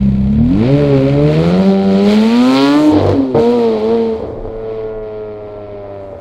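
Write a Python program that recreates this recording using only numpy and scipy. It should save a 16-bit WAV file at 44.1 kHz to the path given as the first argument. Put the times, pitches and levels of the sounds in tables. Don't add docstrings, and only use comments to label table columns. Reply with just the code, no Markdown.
import sys
import numpy as np
from scipy import signal
from scipy.io import wavfile

SR = 44100
rng = np.random.default_rng(int(sys.argv[2]) if len(sys.argv) > 2 else 0)


def transcribe(u):
    v = np.clip(np.atleast_2d(u).T, -1, 1)
    q = np.round(v * 32767).astype(np.int16)
    wavfile.write(sys.argv[1], SR, q)


N = 273640

# (time [s], base [Hz], level [dB], extra level of odd multiples [dB])
REVS = [(0.0, 32.83, -25.5, -9), (0.25, 33.04, -28.0, -4), (0.42, 38.14, -25.5, 3.5), (0.49, 41.8, -28, 6),
        (0.62, 55.65, -23, -8), (0.71, 69.5, -24, -9), (0.8, 73.16, -23.5, -3), (0.93, 69.4, -23.5, -6.0),
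        (1.0, 66.44, -24.0, -6.0), (1.32, 76.03, -25.0, -2.5), (1.43, 82.5, -27.5, 0.5),
        (1.52, 88.95, -27, -1), (1.6, 94.7, -27.5, 5), (1.68, 97.4, -27.5, -9), (1.85, 97.3, -28, -0.5),
        (1.94, 96.5, -27.5, 2.5), (2.06, 101.9, -27.0, -1.5), (2.29, 113.7, -28.5, -5),
        (2.53, 132.1, -25, -2), (2.64, 138.7, -25.0, 4), (2.71, 142.5, -23.5, -3.5),
        (2.81, 151.1, -21.5, -5.5), (2.97, 150.7, -24.5, 0.5), (3.09, 145.9, -36, 2), (3.19, 137.2, -30, 2),
        (3.34, 125.2, -41.5, 16.5), (3.35, 113.6, -27.5, 18.5), (3.42, 115.9, -22, -4),
        (3.54, 121.4, -20, -5.5), (3.76, 108.7, -25, -0.5), (3.8, 105.7, -28.0, 0.5),
        (3.94, 116, -21.5, -2.5), (4.14, 111.2, -29.5, -5), (4.25, 110.1, -44, 11), (4.44, 111.6, -43.5, 9),
        (4.74, 110.4, -34.5, -1.5), (5.2, 106.6, -36, -3.0), (5.44, 105, -39.0, 0.5), (5.96, 99.46, -39, 0),
        (6.2, 95.8, -43.5, -2)]
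# (time [s], stage [number])
STAGES = [(.52, 0), (.68, 1), (1.32, 1), (1.45, 2), (2.1, 2), (2.5, 3), (2.77, 3), (2.93, 4), (3.34, 4),
          (3.35, 5), (4.2, 5), (4.6, 6), (6.2, 7)]
# (level in stage 0 [dB], ... stage 7 [dB])
LOW_MULTIPLES = [(-4, -3.5, -2, 0.5, -6.5, -5.5, 4.5, 8.5), (5, 16, 16.5, 16.5, 15.5, 2.5, -6, -7.5),
                 (9, -0.5, -5.5, 0, -3.5, -3.5, -3, -2), (12.5, 7.5, 8, 4, 5, 8, 12, -1),
                 (-13.5, -4.5, 0.5, 0.5, -15, -4, 1.5, -7.5), (12.5, 3, 6.5, 3, -4, 1, 5, 12.5),
                 (-5.5, -23.5, 1, 4, -14, -10, -6.5, 5), (-15.5, 6, 3.5, 5.5, -19, -4, -11.5, -5)]
# (spread in stage 0 [dB], ... stage 7 [dB])
LOW_WAVER = [2.3, 2.7, 2.21, 1.92, 3.1, 1.49, 1.1, 1]
# (frequency [Hz], level [dB])
EXHAUST_COLOUR = [(60.0, 2.5), (79.0, 4), (104.0, -6), (137.0, -4.5), (181.0, 0.7), (239.0, 4), (314.0, -2),
                  (414.0, 5), (546.0, 0.8), (720.0, -5.5), (948.0, -3.5), (1250.0, -6.5)]
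# (level in stage 0 [dB], ... stage 7 [dB])
HIGH_MULTIPLES = [-27.5, -15.5, 0.5, 4.5, -10, -10, -3.5, -1.5]
# (level in stage 0 [dB], ... stage 7 [dB])
NEAR_HIGH_MULTIPLES = [(0, -4, -2.5, -1.5, 0, -4.5, 3.5, 5.5), (0, 8, -1.5, 3, 0, 1.5, -2, 5),
                       (0, 0, -6, -3, 0, 1, -2, -2.5), (0, -5, -9.5, 4, 0, -9, -4, -3.5),
                       (0, 1, -2, 2, 0, 0, 5, 0), (0, 1, -4, 0, 0, 0.5, -4.5, -8.5)]
# (frequency [Hz], level per line [dB])
HIGH_COLOUR = [(450, 15.5), (700, 2.5), (900, -10.5), (1150, -7.5), (1390, -5), (1560, -23.5), (1780, -19),
               (2250, -17.5), (2700, -30), (3500, -30)]
# (time [s], rasp [dB], sizzle over rasp [dB], roar over its usual share [dB])
GAS_FLOW = [
    [(0.03, -41, -18.5, -4.5), (0.42, -43, -19.5, -1), (0.58, -34.5, -21, 0.5), (0.66, -27, -26.5, 0),
     (0.71, -29, -23.5, 0), (1.1, -29.5, -22.5, -3), (1.2, -33, -20.5, -2), (1.34, -26.5, -22, 0.5),
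     (1.7, -34, -15, 3.5), (1.76, -37.5, -18, -4), (2.03, -31, -16.5, -4.5), (2.09, -25, -16, 3.5),
     (2.4, -26, -16.5, -9), (2.53, -27, -8, 2), (2.57, -24, -13.5, -9.5), (2.91, -33, -8.5, 7),
     (2.93, -31.5, -16.5, 9), (3.1, -36.5, -22, 13.5), (3.16, -40, -17.5, 6.5), (3.34, -47.5, -16, 3)],
    [(3.35, -38.5, -21.5, 3), (3.39, -32.5, -14.5, -0.5), (3.74, -36, -18.5, 5.5), (4.02, -37, -20.5, 1.5),
     (4.38, -56, -15.5, 6.5), (4.8, -45.5, -26.5, -0.5), (5.02, -58, -21, 0.5), (5.03, -49, -28, -3.5),
     (5.39, -53, -26, 0.5), (5.83, -51, -28, -0.5), (6.1, -56, -13.5, 3)],
]
# (frequency [Hz], level per Hz [dB])
ROAR_SPECTRUM = [(65, 10), (100, -8), (300, 1), (600, 0), (900, -8), (1500, -32)]
# (frequency [Hz], level per Hz [dB])
SIZZLE_SPECTRUM = [(4000, -19.5), (5000, -13.5), (6200, 14), (7500, 6), (11000, -1), (16000, -4)]
# (frequency [Hz], side under mid [dB])
SIDE_LEVEL = [(60, -36.5), (180, -41), (550, -49), (1650, -43), (4970, -37.5), (15000, -4)]
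# (frequency [Hz], width [Hz], level [dB])
TAILPIPE_LOWER = [(1390, 120, 1.5), (2066, 1150, 0.5), (2456, 754, 2.5)]
# (frequency [Hz], width [Hz], level [dB])
TAILPIPE_UPPER_MODES = [(3118, 490, -5), (3897, 396, -1), (4310, 775, -3.5)]
# (time [s], level [dB])
UPPER_SHARE = [(0, -3.5), (1.2, -4), (1.7, 4.5), (2.1, 2.5), (2.3, 1), (2.6, 2.5), (3.4, 2.5), (4.2, 1),
               (4.5, -3), (6.2, -4)]
# (time [s], strike level [dB])
FUEL_POPS = [(3.183, -9.5), (4.205, -15), (4.222, -19), (4.239, -16), (4.286, -18.5), (4.303, -21),
             (4.335, -28), (4.442, -20), (4.454, -13), (6.129, -19)]
# (frequency [Hz], level before a common trim [dB])
PIPE_TONES = [(300, -8), (470, 9), (640, -19.5), (900, -26.5)]
# (delay [s], level [dB])
WALL_ECHOES = [(.021, 0.5), (.047, -9), (.083, -29)]
# (time [s], level [dB])
WIND_LEVEL = [(0.0, -31), (0.38, -36.5), (0.41, -29), (1.0, -37.5), (1.1, -29), (1.5, -44.5), (4.33, -45.5),
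              (4.4, -20.5), (4.73, -37.5), (4.89, -30), (5.2, -38), (6.2, -46)]

ODD_DB = -3
UNEVEN_DB = 2.2
SPARK_CUT_S, SPARK_CUT_DB = 2.97, -16
ROUGH_S, ROUGH_RAD = 1.3, .09
ROAR_DB, ROAR_FOLLOWS = -25, 0.54
THIN_S, THIN_HZ, THIN_SHARE = 1.8, 150, 0.62
SHOCK_DB, SHOCK_TOP_DB, SHOCK_TOP_S, SHOCK_WIDTH_S = -14, 3, 2.62, .15
LIMIT_START_S, LIMIT_PAIR_S, LIMIT_LATE = 2.880, .0205, .42
LIMIT_DB, LIMIT_ATTACK_S, LIMIT_HOLD_S, LIMIT_RELEASE_S = -5.5, .15, .08, .04
LIMIT_BRIGHT_DB, LIMIT_BRIGHTENS_DB_PER_S = -28, 55
SHIFT_S, SHIFT_GAP_S, SHIFT_DB, SHIFT_BRIGHT_DB = 3.3475, .0066, -2.5, -41
POP_BRIGHT_DB = -38
BURBLE_S, BURBLE_DB, BURBLE_HOLD_S, BURBLE_RELEASE_S = 4.19, -21, .14, .17
PIPE_T60_S = .018
THUD_HZ, THUD_DB, THUD_T60_S = 107, -6, 0.042
HISS_DB = -79
CUTOFF_HZ = 15746


def note(base_hz, turns, level_db, odd_db):
    out, stage = np.zeros(N), in_time(STAGES)[0]
    turns = turns + ROUGH_RAD * swell(ROUGH_S, .08, .2, .15) * drift(40)
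    waver_db = in_stage(stage, LOW_WAVER)
    for k, stage_db in enumerate(LOW_MULTIPLES, 1):
        db = level_db + in_stage(stage, stage_db) + at_hz(EXHAUST_COLOUR, k * base_hz)
        db = db + odd_db * (k % 2) + waver_db * drift(14.2)
        out += np.sqrt(2) * from_db(db) * np.sin(k * turns + 1.22 * drift(0.92))
    high_db = level_db + in_stage(stage, HIGH_MULTIPLES)
    for k in range(9, 31):
        db = high_db + at_hz(HIGH_COLOUR, k * base_hz)
        db = db + (ODD_DB + odd_db / 2) * (k % 2) + UNEVEN_DB * drift(2.3)
        if k < 15:
            db = db + in_stage(stage, NEAR_HIGH_MULTIPLES[k - 9])
        out += from_db(db) * np.sin(k * turns + .6 * drift(8))
    return out


def flow(turns):
    rasp_db, bright_db, roar_db = in_time(GAS_FLOW[0] + GAS_FLOW[1])
    roar_db = roar_db + ROAR_DB + ROAR_FOLLOWS * (rasp_db + 30)
    sizzle_db = rasp_db + bright_db
    white = rng.standard_normal((2, 2, N))
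    chop = 1 + .3 * np.cos(2 * turns) + .2 * np.cos(turns)
    shocks = firing_shocks(turns)
    push = white[0, 0] * chop * from_db(0.74 * drift(10))
    sizzle_push = white * chop + from_db(-12) * shocks * [[1], [0]]
    sizzle = banded(sizzle_push, SIZZLE_SPECTRUM, patchy_db=.8)
    return (from_db(roar_db) * roar(white[::-1]) + from_db(rasp_db) * rasp(push, shocks)
            + from_db(sizzle_db) * sizzle)


def firing_shocks(turns):
    top = np.exp(-((np.arange(N) / SR - SHOCK_TOP_S) / SHOCK_WIDTH_S) ** 2)
    count = np.floor(turns / np.pi)
    firing = np.diff(count, prepend=0)
    weak = count % 2
    clicks = rms_one(firing * from_db(-5 * weak + rng.normal(0, 0.57, N)))
    return clicks * from_db(SHOCK_DB + (SHOCK_TOP_DB - SHOCK_DB) * top)


def rasp(push, shocks):
    lower = resonate(push + 0.64 * shocks, TAILPIPE_LOWER)
    upper = resonate(push + shocks, TAILPIPE_UPPER_MODES)
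    both = lower + from_db(in_time(UPPER_SHARE)[0]) * upper
    return rms_one(filtered(both, 3, [1100, 5000], "band"))


def roar(white):
    full = banded(white, ROAR_SPECTRUM, patchy_db=.6)
    thin = THIN_SHARE * swell(THIN_S, 0.55, 1.18, 0.52)
    return (1 - thin) * full + thin * filtered(full, 2, THIN_HZ, "high")


def bangs():
    soft, sharp = np.zeros(N), np.zeros(N)
    limiter_bangs(soft, sharp)
    lifted = swell(BURBLE_S, .005, BURBLE_HOLD_S, BURBLE_RELEASE_S)
    pop_here = rng.random(N) < 130 / SR
    soft += lifted * pop_here * from_db(BURBLE_DB + rng.normal(0, 1.7, N))
    strikes = [(SHIFT_S + SHIFT_GAP_S * k, SHIFT_DB + rng.normal(0, 1.1), SHIFT_BRIGHT_DB) for k in range(6)]
    strikes += [(s, db, POP_BRIGHT_DB) for s, db in FUEL_POPS]
    for s, strike_db, bright_db in strikes:
        soft[round(s * SR)] += from_db(strike_db)
        sharp[round(s * SR)] += from_db(strike_db + bright_db)
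    body = sum(from_db(db - 6.5) * ring(soft, hz, PIPE_T60_S) for hz, db in PIPE_TONES)
    body += from_db(THUD_DB) * ring(soft, THUD_HZ, THUD_T60_S)
    puff = signal.lfilter([1], [1, -np.exp(-1 / (0.003 * SR))], sharp)
    crack = puff * rng.standard_normal(N)
    return filtered(body, 3, [70, 1500], "band") + filtered(crack, 2, [900, 4500], "band")


def limiter_bangs(soft, sharp):
    pairs = LIMIT_START_S + LIMIT_PAIR_S * np.arange(13)
    times = np.concatenate([pairs, pairs + LIMIT_LATE * LIMIT_PAIR_S])
    at = (times * SR + rng.normal(0, 10.6, 26)).astype(int)
    bite = limiter()[at]
    bright_db = LIMIT_BRIGHT_DB + LIMIT_BRIGHTENS_DB_PER_S * (at / SR - LIMIT_START_S)
    soft[at] = bite * from_db(LIMIT_DB + rng.normal(0, 2.33, len(at)))
    sharp[at] = soft[at] * bite * from_db(bright_db + rng.normal(0, 3.5, len(at)))


def limiter():
    return np.sqrt(swell(LIMIT_START_S, LIMIT_ATTACK_S, LIMIT_HOLD_S, LIMIT_RELEASE_S))


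def street(x):
    dull, out = signal.lfilter([.25], [1, -.75], x), x.copy()
    for delay_s, db in WALL_ECHOES:
        lag = round(delay_s * SR)
        out[lag:] += from_db(db) * dull[:-lag]
    return out


def wind():
    low = filtered(rng.standard_normal(N + SR), 3, [15, 33], "band")[SR:]
    return from_db(in_time(WIND_LEVEL)[0]) * rms_one(low)


def from_db(db):
    return 10 ** (np.asarray(db) / 20)


def rms_one(x):
    return x / np.sqrt(np.mean(x ** 2) + 1e-20)


def in_time(rows):
    s, *columns = np.transpose(rows)
    return [np.interp(np.arange(N) / SR, s, c) for c in columns]


def in_stage(stage, values):
    return np.interp(stage, range(8), values)


def at_hz(points, hz):
    table_hz, db = np.transpose(points)
    return np.interp(np.log(hz), np.log(table_hz), db)


def swell(start_s, attack_s, hold_s, release_s):
    corners_s = start_s + np.cumsum([0, attack_s, hold_s, release_s])
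    return np.interp(np.arange(N) / SR, corners_s, [0, 1, 1, 0])


def drift(rate):
    r = np.exp(-80 * np.pi * rate / SR)
    slow = signal.lfilter([1], [1, -2 * r, r * r], rng.standard_normal(N // 40 + 2002))[2000:]
    return np.interp(np.arange(N) / 40, np.arange(len(slow)), rms_one(slow))


def filtered(x, order, hz, kind):
    return signal.sosfilt(signal.butter(order, hz, kind, fs=SR, output="sos"), x)


def ring(clicks, hz, t60):
    r, w = from_db(-60 / (t60 * SR)), 2 * np.pi * hz / SR
    return signal.lfilter([0, np.sin(w)], [1, -2 * r * np.cos(w), r * r], clicks + 1e-18)


def resonate(x, modes):
    out = 0
    for k, (hz, width, db) in enumerate(modes):
        r = np.exp(-np.pi * width / SR)
        zeros = [(1 - r * r) / 2, 0, (r * r - 1) / 2]
        poles = [1, -2 * r * np.cos(2 * np.pi * hz / SR), r * r]
        out = out + (-1) ** k * from_db(db) * signal.lfilter(zeros, poles, x)
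    return out


def banded(excite, spectrum, patchy_db):
    out, together = 0, drift(20)
    edges = np.exp(np.arange(np.log(spectrum[0][0]), np.log(spectrum[-1][0]) + .1, np.log(2) / 2))
    for k, (low, high) in enumerate(zip(edges, edges[1:])):
        mid, side = filtered(excite[k % 2], 2, [low, high], "band")
        hz = np.sqrt(low * high)
        gain = from_db(at_hz(spectrum, hz) + patchy_db * (1.6 * together + drift(10.2)))
        out = out + gain * (mid + from_db(at_hz(SIDE_LEVEL, hz)) * side * [[1], [-1]])
    return rms_one(out)


def scene():
    base_hz, level_db, odd_db = in_time(REVS)
    level_db = level_db + SPARK_CUT_DB * swell(SPARK_CUT_S, 0.049, 0.058, 0.044)
    turns = 2 * np.pi * np.cumsum(base_hz) / SR
    return note(base_hz, turns, level_db, odd_db) + flow(turns) + street(bangs()) + wind()


def record(dry):
    fade = np.minimum(np.arange(N) / (.012 * SR), 1)
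    hissing = fade * dry + from_db(HISS_DB) * rng.standard_normal(N)
    rounded = 1.1 * np.tanh(hissing / 1.1)
    wet = filtered(rounded, 2, 18, "high")
    return signal.sosfilt(signal.ellip(16, .5, 90, CUTOFF_HZ, fs=SR, output="sos"), wet)


dry = scene()
out = record(dry)
transcribe(out)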